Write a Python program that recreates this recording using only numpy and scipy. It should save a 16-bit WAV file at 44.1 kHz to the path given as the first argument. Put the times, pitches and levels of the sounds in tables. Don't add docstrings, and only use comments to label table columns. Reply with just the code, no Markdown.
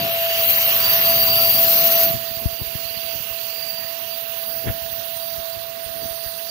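import sys
import numpy as np
from scipy import signal
from scipy.fft import rfft, irfft, next_fast_len
from scipy.io import wavfile
from scipy.ndimage import uniform_filter1d

SR = 44100
rng = np.random.default_rng(int(sys.argv[2]) if len(sys.argv) > 2 else 0)


def materialize(psi):
    bounded = np.clip(np.atleast_2d(psi).T, -1, 1)
    quanta = np.round(bounded * 32767).astype(np.int16)
    wavfile.write(sys.argv[1], SR, quanta)


def invert_db(level):
    return 10 ** (np.asarray(level, dtype=float) / 20)


N = 286631


def rms_one(x):
    return x / np.sqrt(np.mean(x ** 2) + 1e-20)


def in_time(rows):
    s, *columns = np.transpose(rows)
    return [np.interp(np.arange(N) / SR, s, c) for c in columns]


def at_hz(points, hz):
    points_hz, points_db = np.array(points)[:, 0], np.array(points)[:, 1]
    return np.interp(np.log(hz), np.log(points_hz), points_db)


def drift(rate):
    r = np.exp(-80 * np.pi * rate / SR)
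    white = rng.standard_normal(N // 40 + 2002)
    slow = signal.lfilter([1], [1, -2 * r, r * r], white)[2000:]
    return np.interp(np.arange(N) / 40, np.arange(len(slow)), rms_one(slow))


def passed(x, hz, kind, order=2):
    return signal.sosfilt(signal.butter(order, hz, kind, fs=SR, output="sos"), x)


def ramp(start_s, length_s):
    return np.clip((np.arange(N) / SR - start_s) / length_s, 0, 1)


def bumps(rows, size_of):
    t = np.arange(0, N, 100) / SR
    total = sum(size_of(size) * np.exp(-((t - s) / length) ** 2) for s, length, size in rows)
    return np.interp(np.arange(N) / SR, t, total)


def beam_db(rows, floor_db):
    return 20 * np.log10(invert_db(floor_db) + bumps(rows, invert_db))


# time in seconds, nearness in dB, nozzle aim in dB, casing turn in dB.
GUN = [(0, -3.5, -7.5, 6), (.3, -3.5, -6, 9.5), (.5, -1, -3, 1.5), (.9, .5, -1, 3), (1.5, 0, -1, -0.5),
       (2.0, 1, -2, -0.5), (2.2, 1.5, -1.5, -2), (2.6, -0.5, 0, 2.5), (2.9, 0, -0.5, 3.5),
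       (3.5, .5, -0.5, 2), (4.0, -1, -0.5, 3.5), (4.35, 0.5, -0.5, 1.5), (4.5, -0.5, 3, -2),
       (4.65, -1, -0.5, 1), (5.35, -.5, 0, -3), (5.75, -1, -4.5, 0), (6.0, -.5, -2, -4.5),
       (6.5, -1, -1.5, -4.5)]


def gun_position():
    return in_time(GUN)


# time in seconds, share closed from 0 to 1.
SEAL = [
    (2.04, 0.08),
    (2.2, 0.54),
    (2.48, 0.75),
    (2.62, 0.86),
    (3.3, 0.97),
]
OPEN_LAG, SEALED_LAG = 6.8, 18.0


def later(x):
    lag = OPEN_LAG + (SEALED_LAG - OPEN_LAG) * in_time(SEAL)[0]
    return np.interp(np.arange(N) - lag, np.arange(N), x)


COVER_HZ = [670, 1600, 2750, 3400, 4700, 5600, 9000, 13000]
OPEN_DB = [0.5, 3.5, -2, 0, -6, -1.5, -0.5, 3.5]
SEALED_DB = [-30.5, -38.5, -45, -33.5, -35, -29, -28, -36]
FACING_SHARE = [0, 0.072, .14, .17, .25, .3, .6, 0.98]
# time in seconds, gain in dB.
FACING = [(0, 5.5), (.15, 6.5), (.28, 0.5), (.52, 8), (.72, 0.5), (1.0, 2), (1.3, 4.5), (1.88, 6.5),
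          (2.02, 3.5)]
# time in seconds, gain in dB.
TREBLE_LEAK = [(2.1, -0.5), (2.3, 6), (2.8, 3.5), (3.4, -5), (4.6, -8), (4.69, 0), (5.1, 0), (5.3, -4),
               (5.6, -2), (5.75, 2), (6.5, -1)]
LEAK_S, LEAK_DB = 4.68, 9


def left_db(hz):
    t = np.arange(0, N, 200) / SR
    open_db, sealed_db, share = (np.interp(np.log(hz), np.log(COVER_HZ), values)
                                 for values in (OPEN_DB, SEALED_DB, FACING_SHARE))
    seal = np.interp(t, *np.transpose(SEAL))
    facing_db = share * np.interp(t, *np.transpose(FACING))
    leak_db = LEAK_DB * (t > LEAK_S) * np.clip(np.log2(hz / 4000) / 1.1, 0, 1)
    gap_db = (t > 2.05) * np.interp(t, *np.transpose(TREBLE_LEAK)) * np.clip(2 * np.log2(hz / 8500), 0, 1)
    shade_db = -30 * max(np.log2(hz / 13500), 0)
    level_db = (1 - seal) * (open_db + facing_db) + seal * sealed_db + leak_db + gap_db
    return np.interp(np.arange(N) / SR, t, level_db) + shade_db


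# pitch in Hz, likeness from 0 to 1.
LIKENESS = [(250, 0.55), (700, 0.92), (1700, 0.57), (2500, 0.23), (3500, 0.61), (5200, 0.28), (7500, 0.89),
            (11000, 0.4), (15000, 0.84)]
# pitch in Hz, change in dB.
NEAR_DB = [(300, -5.5), (500, -1), (1000, 0), (2000, 1), (3200, 3), (4200, 1), (6000, 0.5), (8000, 2),
           (10500, -1.5), (13000, 2.5), (15500, 1)]
# centre in seconds, length in seconds, pitch in
# Hz, change in dB.
SWELL_PATCHES = [(0.14, .15, 5600, -6), (.1, 0.091, 640, 10), (0.48, 0.098, 4200, 6), (0.94, 0.24, 1960, 4),
                 (0.83, 0.27, 1060, 4.5), (1.62, 0.13, 5000, 6.5), (1.54, 0.19, 1600, -5.5),
                 (1.74, .15, 14000, -1), (2.02, 0.21, 810, -9), (2.14, 0.1004, 3400, -5.5),
                 (3.2, 0.33, 1900, -2.5), (5.1, 0.67, 1600, 3), (5.2, 0.15, 3500, 3), (5.6, 0.34, 6300, -4),
                 (6.23, 0.28, 9600, 6), (5.15, .1, 9400, 2), (5.6, .9, 2300, -3.5), (6.6, 0.34, 3600, 4),
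                 (4.68, 0.036, 4600, -7), (1.1, .15, 14000, -1), (1.62, 0.16, 14000, 1), (1.58, .12, 1200, 3),
                 (.35, 0.16, 9000, 7)]
PATCH_OCTAVES = 0.24


def turbulence(spectrum, ref_hz, per_octave, shared_db, own_db, fast_db, fast_hz):
    size = next_fast_len(N)
    hz = np.maximum(np.arange(size // 2 + 1) * SR / size, 1)
    low_hz, high_hz = spectrum[0][0], spectrum[-1][0]
    right, other = rng.standard_normal((2, N))
    colour = invert_db(at_hz(spectrum, hz)) * (hz > low_hz) * (hz < high_hz)
    in_ref = (hz > ref_hz[0]) & (hz < ref_hz[1])
    colour = colour / np.sqrt(np.sum(colour[in_ref] ** 2) / len(hz))
    near, late, apart = (colour * rfft(v, size) for v in (right, later(right), other))
    out = np.zeros((2, N))
    together = shared_db * drift(10.3)
    both_open = np.clip(1.5 + left_db(670) / 15, 0, 1)
    casing_db = gun_position()[2]
    steps = np.arange(per_octave * np.log2(high_hz / low_hz) + 1)
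    for centre in low_hz * 2 ** (steps / per_octave):
        band = np.cos(np.pi / 2 * np.clip(per_octave * np.log2(hz / centre), -1, 1)) ** 2
        alike = np.clip(at_hz(LIKENESS, centre), 0, 1)
        common = late if centre < 6500 else near
        casing_lift_db = .6 * casing_db * np.exp(-(np.log2(centre / 2800) / 0.28) ** 2)
        shape_db = both_open * at_hz(NEAR_DB, centre) + casing_lift_db
        patch_rows = [(s, length, db * np.exp(-(np.log2(centre / at) / PATCH_OCTAVES) ** 2))
                     for s, length, at, db in SWELL_PATCHES]
        flicker_db = together + own_db * drift(2.48) + fast_db * drift(fast_hz)
        flicker = invert_db(shape_db + bumps(patch_rows, float) + flicker_db)
        left_mix = alike * common + np.sqrt(1 - alike ** 2) * apart
        out[0] += flicker * invert_db(left_db(centre)) * irfft(band * left_mix, size)[:N]
        out[1] += flicker * irfft(band * near, size)[:N]
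    return out


# pitch in Hz, level in dB per Hz.
ROAR_LOW = [
    (230, -13),
    (335, -21),
    (430, -10.5),
    (600, -13),
    (740, -10),
]
# pitch in Hz, level in dB per Hz.
ROAR = [(440, -42), (750, -8), (815, -20.5), (920, -10.5), (1400, -13), (1850, -10), (2400, -10),
        (2740, -5.5), (3100, -7), (3700, -8), (4370, -6), (4730, -9), (4970, -10), (6180, -12),
        (8000, -22.5), (10400, -14.5), (17600, -120)]


def casing_roar(roar_db):
    spectrum = ROAR_LOW + list(ROAR[1:-1])
    return invert_db(roar_db - 1.5) * turbulence(spectrum, (1000, 4400), per_octave=3, shared_db=0.22,
                                           own_db=1.27, fast_db=1.9, fast_hz=40.5)


def casing_mouth(roar_db):
    centre_hz, width_hz = 2790, 230
    edges = [centre_hz - width_hz / 2, centre_hz + width_hz / 2]
    ring = rms_one(passed(rng.standard_normal((2, N)), edges, "band", order=1))
    turn_db = 1.7 * np.clip(gun_position()[2], -8, 4)
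    level = invert_db(roar_db - 10.5 + turn_db + 1.3 * drift(15))
    return level * ring * np.array([invert_db(left_db(centre_hz)), np.ones(N)])


# pitch in Hz, level in dB per Hz.
JET = [
    (6500, -44),
    (7800, -36),
    (8700, -25),
    (9500, -19),
    (10800, -13),
    (12300, -6),
    (13600, -2.5),
    (14900, 0),
    (15900, 0),
]


def nozzle_jet(jet_db):
    return invert_db(jet_db) * turbulence(JET, (10500, 15600), per_octave=12, shared_db=0.1,
                                    own_db=.6, fast_db=1.8, fast_hz=22)


def tone(cycles, level_db, hz):
    wave = np.sqrt(2) * invert_db(level_db) * np.sin(2 * np.pi * cycles)
    return np.array([invert_db(left_db(hz)) * later(wave), wave])


# time in seconds, pitch in Hz.
SHAFT = [
    (0.0, 682),
    (0.07, 667),
    (6.46, 666),
    (6.5, 672),
]
# multiple of the shaft speed, level in dB against the roar.
ORDERS_DB = [
    (2, -27.5),
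    (3, -30.5),
    (4, -23),
    (6, -23),
    (21, -14.5),
]
# centre in seconds, length in seconds, change in dB.
FADES = [(0, 0.12, -2), (.55, 0.17, -6), (.8, .13, -7), (.9, 0.033, -5), (.96, .02, 2), (1.02, 0.041, -7),
         (1.09, 0.029, 3.5), (1.17, 0.033, -1), (1.28, 0.11, -3.5), (1.44, .04, -1.5), (1.53, 0.037, -11),
         (1.76, .05, -3), (2.1, 0.05, 5), (2.35, 0.43, 2), (2.61, 0.036, -12), (2.75, 0.091, -3.5),
         (3.23, 0.046, -10), (3.55, 0.18, -2.5), (4.75, 0.21, 3), (5.5, 0.46, 2), (6.1, 0.13, 3)]
# time in seconds, lean in dB.
SWAY = [(.55, 2), (.7, 4), (.85, 4), (1.0, 1.5), (1.2, 5), (1.4, 5), (1.55, 3), (1.7, 2.5), (1.9, 2.5),
        (2.05, 2)]
# centre in seconds, length in seconds, level in dB.
BEAMS = [(0, 0.035, -31), (.2, 0.065, -43.5), (.37, 0.078, -33.5), (.62, 0.063, -36.5), (.88, 0.068, -27),
         (1.15, 0.12, -27), (1.34, 0.091, -26.5), (1.52, 0.11, -28.5), (2.0, 0.11, -31), (2.3, 0.13, -41.5),
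         (2.6, 0.12, -45), (3.0, 0.18, -39.5), (3.42, 0.046, -43), (3.68, 0.16, -33.5), (3.87, 0.073, -50),
         (4.13, 0.051, -41), (4.5, 0.084, -40), (4.62, 0.036, -51), (4.9, 0.069, -50), (5.27, 0.1, -43.5),
         (5.54, 0.054, -47), (6.03, 0.04, -44), (6.25, 0.14, -45), (6.49, 0.034, -37)]
# centre in seconds, length in seconds, level in dB.
HIGH_BEAMS = [(.35, 0.29, -40.5), (1.75, .15, -36), (2.75, 0.044, -38), (3.08, .04, -38), (4.0, 0.06, -42),
              (5.22, 0.068, -30), (5.85, 0.04, -29.5), (6.1, 0.075, -35), (6.35, 0.06, -31)]


def whine(gain_db, roar_db):
    blades, shaft_hz = 7, 666
    shaft_db = -22.5 + gain_db + bumps(FADES, float)
    blade_db, second_db = beam_db(BEAMS, -51.5), beam_db(HIGH_BEAMS, -57)
    heard = np.cumsum(in_time(SHAFT)[0] + 0.85 * drift(6.1)) / SR
    turns = np.cumsum(666.2 + .5 * drift(6.7)) / SR
    lean = invert_db(in_time(SWAY)[0] * np.array([[.4], [-.6]]))
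    out = tone(heard, shaft_db + 0.92 * drift(16.5), shaft_hz) * lean
    for multiple, level_db in ORDERS_DB:
        out += tone(multiple * turns, roar_db + 3.0 + level_db + 3.3 * drift(3.7), shaft_hz * multiple)
    blade_tones = ((blades, blade_db + 0.73, -1.5),
                   (2 * blades, second_db - 11.5 + 3.0 * drift(15.0), 0.5))
    for multiple, level_db, halo_db in blade_tones:
        hz = shaft_hz * multiple
        halo = invert_db(halo_db) * rms_one(passed(rng.standard_normal(N), 76, "low"))
        out += tone(multiple * turns, level_db + 3.97 * drift(45), hz)
        out += halo * tone(multiple * turns + .25, level_db, hz)
    return out


# time in seconds, rumble in dB, flutter in dB.
DRAUGHT = [(0, -33.5, -31), (.1, -42, -43), (.2, -47.5, -69), (.5, -42, -58), (.9, -39.5, -52),
           (1.3, -36.5, -50), (1.65, -42, -40.5), (1.8, -51.5, -40.5), (2.1, -44, -41), (2.4, -47, -62),
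           (3.2, -46.5, -57), (3.45, -52, -54), (4.4, -52.5, -53.5), (4.7, -44.5, -50), (5.05, -50.5, -59),
           (5.6, -51.5, -57), (6.0, -48.5, -52), (6.5, -51.5, -59)]


def draught():
    lumps = passed(rng.standard_normal((3, N)), [85, 140], "band", order=1)
    lumps = lumps / np.sqrt(uniform_filter1d(lumps ** 2, size=5000)) * invert_db(1.8 * drift(14))
    rumble_db, flutter_db = in_time(DRAUGHT)
    rumble = invert_db(rumble_db) * rms_one(passed(lumps[0], 70, "high", order=3))
    left_rumble = invert_db(rumble_db) * rms_one(passed(lumps[1], 70, "high", order=3))
    flutter = rms_one(passed(passed(lumps[2], 160, "high", order=4), 520, "low"))
    right = rumble + invert_db(flutter_db) * flutter
    inside = invert_db(-57.0 + 3.5 * drift(12)) * rms_one(passed(lumps[1], 107, "low")) * (left_db(670) < -10)
    left = invert_db(0.58 * left_db(560)) * (1.04 * right + 0.45 * left_rumble) + inside
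    return np.array([left, right])


# time in seconds, peak in dB, pitch in Hz, direction and size of push.
THUMPS = [(2.07, -25, 166.0, -0.98), (2.105, -22, 146, -1), (2.112, -25, 140, -1), (2.139, -24, 130, 1),
          (2.149, -20.5, 121, 1), (2.157, -20, 121, 0.72), (2.165, -32, 110, 1), (2.173, -25.5, 110, 1),
          (2.464, -23, 70, -0.84), (2.615, -25, 110, 1), (2.314, -31, 117, -1.1), (2.372, -28, 106, 0.93),
          (2.422, -36, 236.0, 0.82), (2.459, -6, 85, 0.81), (2.491, -35, 75.0, 1), (2.53, -33, 80, -1),
          (2.91, -37, 90, 0.92), (3.31, -34, 69.5, 1), (2.619, -22, 84, -0.98), (2.67, -30, 68.3, -0.89),
          (2.754, -21.5, 125, -1.14), (2.758, -27, 110, 0.69), (2.854, -33, 86.0, -0.85),
          (2.973, -29, 120.0, 0.89), (3.052, -36, 96.0, 1), (3.157, -30, 123.0, -0.91),
          (3.204, -31, 113.0, -0.98), (3.848, -35, 102.0, 1), (4.567, -37, 156.0, 0.98),
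          (4.659, -27, 110, -1), (4.669, -23, 130, 1), (4.674, -14.5, 125, -0.84), (4.684, -16, 140, -1.2),
          (4.696, -17, 100, 0.94), (4.701, -25, 90, -0.86), (4.706, -19, 100, 0.98), (4.713, -24, 70, 1),
          (4.822, -32, 75.0, -0.85), (4.86, -36, 86.0, -1), (4.928, -34, 85, -1.2),
          (5.383, -32, 64.0, -1.2), (5.57, -31, 80.0, 0.83), (5.863, -31, 64.0, -0.75),
          (5.904, -36, 86.0, 1), (6.059, -28, 118.0, -1), (6.11, -32.5, 64.0, -0.91),
          (6.264, -28, 69.0, -0.87)]
# centre in seconds, length in seconds, level in dB, brightness in Hz.
RUBS = [(2.111, 0.053, -37, 200), (2.436, 0.041, -37, 250), (2.616, 0.017, -33, 500),
        (3.149, 0.025, -40.5, 400), (3.848, 0.0081, -36, 300), (4.48, 0.042, -46, 300),
        (4.58, 0.028, -51, 298), (4.683, 0.033, -25, 250), (4.844, 0.022, -41, 90), (4.928, .018, -46, 100),
        (4.758, .025, -45, 150), (3.05, 0.023, -46, 150), (3.2, 0.016, -45, 150), (5.872, .03, -48, 80),
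        (4.556, .015, -41, 150), (5.389, 0.03, -41, 120), (5.557, 0.02, -46, 121), (5.963, 0.025, -43, 400),
        (6.041, 0.034, -36.5, 250), (6.35, 0.023, -50, 90)]


def finger():
    thumps, slides, t = np.zeros(N), np.zeros(N), np.arange(N) / SR
    for s, peak_db, hz, way in THUMPS:
        x = (t[:4000] - .02) * hz
        width = np.where(x < 0, .3, .9)
        at = round((s - .02) * SR)
        swing = np.exp(-(x / width) ** 2) * np.cos(2 * np.pi * 1.26 * x / (1 + 0.51 * abs(x)))
        snap = 0.69 * np.exp(-(x / 0.095) ** 2)
        thumps[at:at + 4000] += (way * invert_db(peak_db - 0.5) * (swing + snap))[:N - at]
    for s, length, level_db, bright_hz in RUBS:
        at = round((s - .15) * SR)
        dull = passed(rng.standard_normal(13000), bright_hz, "low", order=1)
        grit = rms_one(passed(dull, 640, "low"))
        swell = np.exp(-((t[:13000] - .15) / length) ** 2)
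        slides[at:at + 13000] += (invert_db(level_db) * grit * swell)[:N - at]
    slides, thumps = passed(slides, 41, "high"), passed(thumps, 36, "high")
    through = invert_db(-16.0) * passed(thumps, 140, "high") + invert_db(-4.5) * passed(slides, 300, "high", order=1)
    return np.array([thumps + slides, through])


# centre in seconds, length in seconds, level in dB, start pitch in Hz, end pitch in Hz.
CHIRPS = [
    (2.81, .012, -32, 4380, 4420),
    (2.858, .013, -28.5, 4150, 4380),
    (2.9, .012, -29, 4160, 4220),
    (2.98, .018, -31, 4300, 4240),
    (3.345, .012, -39, 4380, 4330),
    (3.385, .012, -31.5, 4180, 4120),
    (3.42, .012, -35, 4230, 4230),
    (3.507, .008, -30, 4800, 4650),
    (3.495, .026, -34.5, 4170, 4330),
    (3.605, .01, -32, 4900, 4700),
]


def bird():
    out, t = np.zeros(N), np.arange(-3000, 3000) / SR
    air_noise = rng.standard_normal((len(CHIRPS), 6000))
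    for (s, length, level_db, start_hz, end_hz), air in zip(CHIRPS, air_noise):
        hz = np.interp(t, [-length, length], [start_hz, end_hz])
        blur = 1 + .6 * rms_one(passed(air, 120, "low"))
        whistle = np.exp(-(t / length) ** 2) * np.sin(2 * np.pi * np.cumsum(hz) / SR)
        at = round(s * SR)
        out[at - 3000:at + 3000] += invert_db(level_db) * blur * whistle
    return np.array([invert_db(left_db(4200)) * later(out), out])


# centre in seconds, length in seconds, level in dB.
SCUFF = (4.682, .022, -27)
# pitch in Hz, width in Hz, level in dB.
SCUFF_PEAKS = [
    (990, 380, -8),
    (1860, 730, 0.5),
    (2720, 580, -4),
    (3300, 400, -6),
]


def scuff():
    s, length, level_db = SCUFF
    white = rng.standard_normal(N)
    rings = sum(invert_db(db) * rms_one(passed(white, [hz - wide / 2, hz + wide / 2], "band"))
                for hz, wide, db in SCUFF_PEAKS)
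    grit = rms_one(rings) * invert_db(2.0 * drift(60))
    swell = np.exp(-((np.arange(N) / SR - s) / length) ** 2)
    return invert_db(level_db) * grit * swell * invert_db(np.array([[-19], [0]]))


def scene():
    near_db, aim_db, _ = gun_position()
    gain_db = -8 * ramp(2.035, 0.15)
    roar_db = -24.5 + near_db + gain_db
    jet_db = -17.5 + near_db + aim_db + gain_db
    sprayer = casing_roar(roar_db) + casing_mouth(roar_db) + nozzle_jet(jet_db) + whine(gain_db, roar_db)
    return sprayer + draught() + finger() + bird() + scuff()


# low edge in Hz, high edge in Hz, start in seconds, end in seconds, share of the time lost.
DROPPED = [(280, 430, .11, .36, .8), (290, 370, .38, .52, .7), (300, 450, .57, .72, .7),
           (280, 375, .7, 2.1, .15), (280, 375, 2.8, 3.1, .5), (280, 375, 3.25, 4.5, .55),
           (280, 375, 4.8, 6.5, .35), (750, 850, .8, 3.3, .4), (750, 850, 3.3, 4.6, .75),
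           (750, 850, 4.8, 6.5, .6), (1360, 1450, 2.3, 4.1, .25), (2050, 2150, 2.3, 4.3, .15),
           (520, 600, 4.75, 5.0, .6), (4870, 5250, .4, .62, .6), (4900, 5150, .86, .98, .6),
           (4950, 5200, 1.04, 1.26, .5), (4870, 5250, 1.75, 2.15, .4), (7250, 7950, 5.3, 5.5, .6),
           (7250, 7950, 5.85, 6.08, .8), (6750, 7950, 6.1, 6.24, .9), (7100, 8300, 6.36, 6.5, .85)]
# low edge in Hz, high edge in Hz, start in seconds, end in seconds.
OPPOSED = [(3500, 3750, .46, .75), (3250, 3500, .52, .68), (3100, 3300, 1.8, 1.95),
           (3380, 3750, 1.03, 1.08), (3380, 3750, 1.15, 1.22), (3380, 3600, 1.45, 1.49),
           (3500, 3750, 1.49, 1.58), (3400, 3500, .96, 1.05), (3450, 3550, 1.08, 1.15),
           (3330, 3430, 1.2, 1.33), (3200, 3300, .86, .93), (3000, 3100, 1.44, 1.5), (5800, 6250, .48, .51),
           (5550, 5800, .5, .53), (5350, 5550, .53, .55), (4950, 5400, 1.23, 1.25),
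           (5350, 5600, 1.25, 1.28), (6100, 6300, .95, 1.02), (5750, 5950, 1.37, 1.4),
           (4350, 4500, 1.96, 2.0), (5650, 5800, 2.01, 2.04), (1750, 1850, 1.3, 1.35),
           (1750, 1850, 1.41, 1.45), (1930, 2030, .06, .1), (2030, 2120, .09, .13), (1750, 1850, .61, .65),
           (1750, 1900, .47, .5)]


def give_up(terms):
    out, frame_s, term_hz = terms.copy(), 1024 / SR, SR / 2048
    luck = uniform_filter1d(rng.standard_normal((len(DROPPED), terms.shape[1])), size=3)
    for (low, high, start, end, share), run in zip(DROPPED, luck):
        when = slice(round(start / frame_s), round(end / frame_s))
        kept = run[when] > np.quantile(run[when], share)
        out[:, when, round(low / term_hz):round(high / term_hz)] *= kept[:, None]
    for low, high, start, end in OPPOSED:
        when = slice(round(start / frame_s + .5), round(end / frame_s) + 1)
        patch = np.s_[:, when, round(low / term_hz):round(high / term_hz)]
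        out[patch] -= out[patch].mean(axis=0)
    stray_share, stray_until_s = .035, 2.1
    stray = uniform_filter1d(rng.standard_normal((round(stray_until_s / frame_s), 60)), size=3, axis=0)
    chosen = (stray > np.quantile(stray, 1 - stray_share)).repeat(4, axis=1)
    patch = np.s_[:, :len(stray), 64:304]
    out[patch] -= out[patch].mean(axis=0) * chosen
    return out


def thrift(x, below_db, starved_db, floor_db, grain_db, chance_db):
    n, band = np.arange(2048) + .5, np.arange(46)
    window = signal.windows.kaiser_bessel_derived(2048, 4 * np.pi)[:, None]
    cosines = np.cos(np.pi / 1024 * np.outer(n + 512, n[:736]))
    basis = (window * cosines).astype(np.float32) / np.sqrt(512)
    padded = np.pad(x, ((0, 0), (1280, 2048 - (N + 256) % 1024)))
    blocks = padded.reshape(2, -1, 1024).astype(np.float32)
    terms = np.concatenate([blocks[:, :-1], blocks[:, 1:]], axis=2) @ basis
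    kept = n[:736] * SR / 2048 < 15620
    bands = (terms * kept).reshape(2, -1, 46, 16)
    level_db = 10 * np.log10(np.mean(bands ** 2, axis=3) + 1e-14)
    top_db = level_db[:, :, 30:].max(axis=2, keepdims=True)
    busy = top_db.min(axis=0) > top_db.max(axis=0) - 12
    thin_db = (level_db.max(axis=0) + level_db) / 2 + starved_db - np.interp(band, [30, 36], [0, 20])
    masked_db = np.where(busy, thin_db, np.maximum(top_db - below_db, floor_db))
    spared_db = 2.2 * np.maximum(20 - band, 0)
    fine_db = np.interp(band, [2, 4, 14, 20, 28, 34, 42, 45], [25, 3, 0, -4, 0, 6, 6, 0])
    luck = uniform_filter1d(rng.standard_normal(level_db.shape[1:]), size=2, axis=0)
    hidden_step_db = masked_db + chance_db * (.45 + .55 * busy) * luck - spared_db
    grain_step_db = level_db - grain_db + 4 * luck - fine_db
    step = invert_db(np.maximum(hidden_step_db, grain_step_db))[..., None]
    rounded = np.sign(bands) * np.floor(abs(bands) / step + 0.42) * step
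    error = np.minimum(rng.standard_normal((len(luck), 23)), 1).repeat(2, axis=1)
    rounded *= invert_db(3.5 * error * (.4 + .6 * busy) * (band > 29))[..., None]
    waves = give_up(rounded.reshape(2, -1, 736)).astype(np.float32) @ basis.T
    joined = waves[:, 1:, :1024] + waves[:, :-1, 1024:]
    return joined.reshape(2, -1)[:, 256:N + 256].astype(float)


def roll_off(x):
    return signal.sosfilt(signal.butter(12, 16840, fs=SR, output="sos"), x)


def record(dry):
    hiss = invert_db(-88) * rng.standard_normal(dry.shape)
    x = 1.368 * np.tanh((dry + hiss) / 1.434)
    x = thrift(x, below_db=12, starved_db=11, floor_db=-41.5, grain_db=4, chance_db=8.0)
    mix = np.clip(x, -.93, .93)
    return roll_off(mix)


dry = scene()
out = record(dry)
materialize(out)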